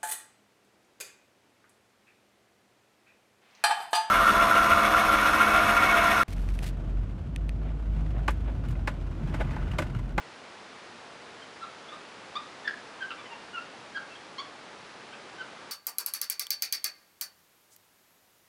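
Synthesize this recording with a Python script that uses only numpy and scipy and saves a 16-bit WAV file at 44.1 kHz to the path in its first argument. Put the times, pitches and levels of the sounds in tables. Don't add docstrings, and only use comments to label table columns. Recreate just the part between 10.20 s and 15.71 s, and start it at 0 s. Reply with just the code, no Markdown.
import sys
import numpy as np
from scipy import signal
from scipy.fft import rfft, irfft
from scipy.io import wavfile
from scipy.ndimage import uniform_filter1d

SR = 44100
rng = np.random.default_rng(int(sys.argv[2]) if len(sys.argv) > 2 else 0)


def output_pcm(signal):
    pcm = np.clip(np.atleast_2d(signal).T, -1, 1) * 32767
    wavfile.write(sys.argv[1], SR, np.round(pcm).astype(np.int16))


N = 242991

# (start [s], length [s], pitch [Hz], final drop [share of the pitch],
# level [dB], strongest overtone [dB re the fundamental], mouth resonance [Hz])
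CHIRP_CALLS = [ (1.210, 0.026, 1571, .06, -61, 13, 2900), (1.410, 0.033, 1342, .19, -34.5, -14, 3750),
               (2.445, .021, 1766, .01, -36, -7, 3000), (2.474, 0.0095, 1705, .15, -21.5, -14, 4250),
               (2.805, .031, 1574, .08, -26.5, -16, 2700), (2.903, 0.0071, 1500, 0.24, -30.5, -4.5, 2800),
               (2.9105, .0115, 1347, .19, -32.5, -3, 3100), (2.972, .034, 1173, .06, -42.5, -1.5, 2900),
               (3.049, 0.021, 1016, .07, -47.5, 4, 2550), (3.102, .035, 929, .06, -41, 1, 2700),
               (3.331, .035, 1432, .04, -31.5, -6, 2750), (3.362, .027, 1372, .09, -35, -.5, 2750),
               (3.747, 0.029, 1610, .20, -28.5, -11.5, 3850), (3.898, .038, 1331, 0.057, -51, 4.5, 2900),
               (5.183, .039, 1532, .20, -35.5, -7.5, 3500), ]


def chirps():
    drop_s, earliest_crest = .008, .5
    overshoot = .061
    skirts_db = (22, 49)
    out = np.zeros(N)
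    for start, length, hz, drop, level_db, overtone_db, mouth_hz in CHIRP_CALLS:
        rough = roughness(length)
        crest = max(1 - drop_s / length, earliest_crest)
        start_hz = hz * (1 + overshoot * rough)
        end_hz = hz * (1 - drop)
        mouth = (overtone_db, mouth_hz, skirts_db)
        add(out, start, call(length, crest, start_hz, hz, end_hz, level_db, 13, rough, mouth))
    return out


# (start [s], length [s], pitch [Hz], level [dB],
# strongest overtone [dB re the fundamental], mouth resonance [Hz])
YIP_CALLS = [ (1.683, .015, 1740, -60.5, 16.5, 3500), (1.720, .021, 1250, -42.5, -7, 3700),
             (1.744, 0.024, 1248, -45, -15, 3400), (2.154, .0235, 1223, -31, -3.5, 3780),
             (3.952, .010, 1660, -49.5, 6.5, 3250), (4.1822, .0235, 1134, -35.5, .5, 3900),
             (4.927, .012, 1585, -43, -5, 3200), (4.933, .015, 1305, -58, 11, 2600), ]


def yips():
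    crest, opening = .65, .915
    skirts_db = (15, 36)
    out = np.zeros(N)
    for start, length, hz, level_db, overtone_db, mouth_hz in YIP_CALLS:
        mouth = (overtone_db, mouth_hz, skirts_db)
        yip = call(length, crest, hz * opening, hz, hz, level_db, 3, roughness(length), mouth,
                   fade_db=5.5, rolloff_db=14, rasp_db=-9)
        add(out, start, yip)
    return out


def call(length, crest, start_hz, crest_hz, end_hz, level_db, swell_db, rough, mouth,
         shimmer_db=4, fade_db=7, edge_s=.0012, rolloff_db=16, bend=1.28, rasp_db=-14):
    t = np.arange(int(length * SR)) / SR
    crest_s = np.clip(crest, .1, .9) * length
    build = np.minimum(t / crest_s, 1)
    release = np.maximum((t - crest_s) / (length - crest_s), 0) ** bend
    unrest = rough + .25 * release

    pitch = start_hz + (crest_hz - start_hz) * build + (end_hz - crest_hz) * release
    jitter = .035 * unrest * walk(1160, len(t))
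    phase = 2 * np.pi * np.cumsum(pitch * (1 + jitter)) / SR

    shimmer = shimmer_db * unrest * walk(900, len(t))
    effort = undb(level_db - swell_db * (1 - build) - fade_db * release + shimmer)
    edges = np.clip(np.minimum(t, length - t) / edge_s, 0, 1)
    gate = np.sin(np.pi / 2 * edges) ** 2

    overtones_db = overtones(pitch, crest_hz, *mouth)
    top_db = overtones_db[-1] - rolloff_db
    harmonics_db = [0, *overtones_db, top_db, top_db - 3]
    voice = 0
    for k, db in enumerate(harmonics_db, 1):
        flutter_db = walk(160, len(t))
        voice = voice + undb(db + flutter_db) * np.sin(k * phase)
    breath = undb(rasp_db) * unrest * rasp(phase)
    return (voice + breath) * effort * gate


def roughness(length):
    settle_s = .0046
    return min(settle_s / length, 1)


def overtones(pitch, crest_hz, strongest_db, mouth_hz, skirts_db):
    below_db, above_db = skirts_db

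    def loss_db(hz):
        octaves = np.log2(np.outer(np.arange(2, 5), hz) / mouth_hz)
        return np.maximum(-octaves * below_db, octaves * above_db)

    return strongest_db + loss_db(crest_hz).min() - loss_db(pitch)


def rasp(phase):
    throat = signal.butter(4, [1600, 4800], "bandpass", fs=SR, output="sos")
    puffs = rng.standard_normal(len(phase)) * (1 + np.sin(phase))
    air = signal.sosfilt(throat, puffs)
    return air / np.std(air)


# (delay [s], level [dB re the direct call])
ECHO_PATHS = [(.0066, -5), (0.0139, -6.5), (0.0176, -9), (0.0311, -10), (.045, -18.5), (.062, -12.5),
              (.097, -17), (.16, -29)]


def garden(x, wall_hz=3500, leaves_hz=5000, first_s=.01):
    echoes = np.zeros(N)
    for delay, db in ECHO_PATHS:
        echoes += undb(db) * np.pad(x, (int(delay * SR), 0))[:N]

    t = np.arange(SR) / SR
    scatter_t60_s = .46
    decay = np.exp(-np.log(1000) * t / scatter_t60_s)
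    tail = rng.standard_normal(SR) * decay * (t > first_s)
    scatter = undb(-9.5) * signal.fftconvolve(x, tail / np.linalg.norm(tail))[:N]
    return x + lowpass(echoes, wall_hz) + lowpass(scatter, leaves_hz)


# (frequency [Hz], relative density [dB])
HISS_SPECTRUM = [(15, -61), (25, -31), (66, -17.5), (106, -9.5), (163, -7), (195, -4.5), (245, -3.5),
                 (429, -2), (788, -3), (851, -1), (966, -3.5), (1310, -3.5), (1690, -5.5), (4900, -14.5),
                 (10800, -31), (14000, -59), (22000, -120)]


def hiss(level_db=-47, sway_db=.36):
    hz, db = np.transpose(HISS_SPECTRUM)
    bins_hz = np.maximum(np.fft.rfftfreq(N, 1 / SR), 1)
    shape = undb(np.interp(np.log(bins_hz), np.log(hz), db))
    noise = irfft(rfft(rng.standard_normal(N)) * shape, N)
    return noise / np.std(noise) * undb(level_db + sway_db * walk(2.38, N))


def undb(db):
    return 10 ** (np.asarray(db) / 20)


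def walk(rate, size):
    hold = max(int(SR / rate), 1)
    steps = np.repeat(rng.standard_normal(size // hold + 1), hold)
    smooth = uniform_filter1d(uniform_filter1d(steps, hold), hold)
    return .82 * smooth[:size]


def lowpass(x, hz):
    return signal.sosfilt(signal.butter(1, min(hz, .45 * SR), fs=SR, output="sos"), x)


def add(out, start, sound):
    i = int(start * SR)
    out[i:i + len(sound)] += sound[:N - i]


def scene():
    monkey = chirps() + yips()
    return np.array([garden(monkey) + hiss()])


def record(dry):
    top_hz = 10900
    return signal.sosfilt(signal.ellip(12, .1, 70, top_hz, fs=SR, output="sos"), dry)


dry = scene()
out = record(dry)
output_pcm(out)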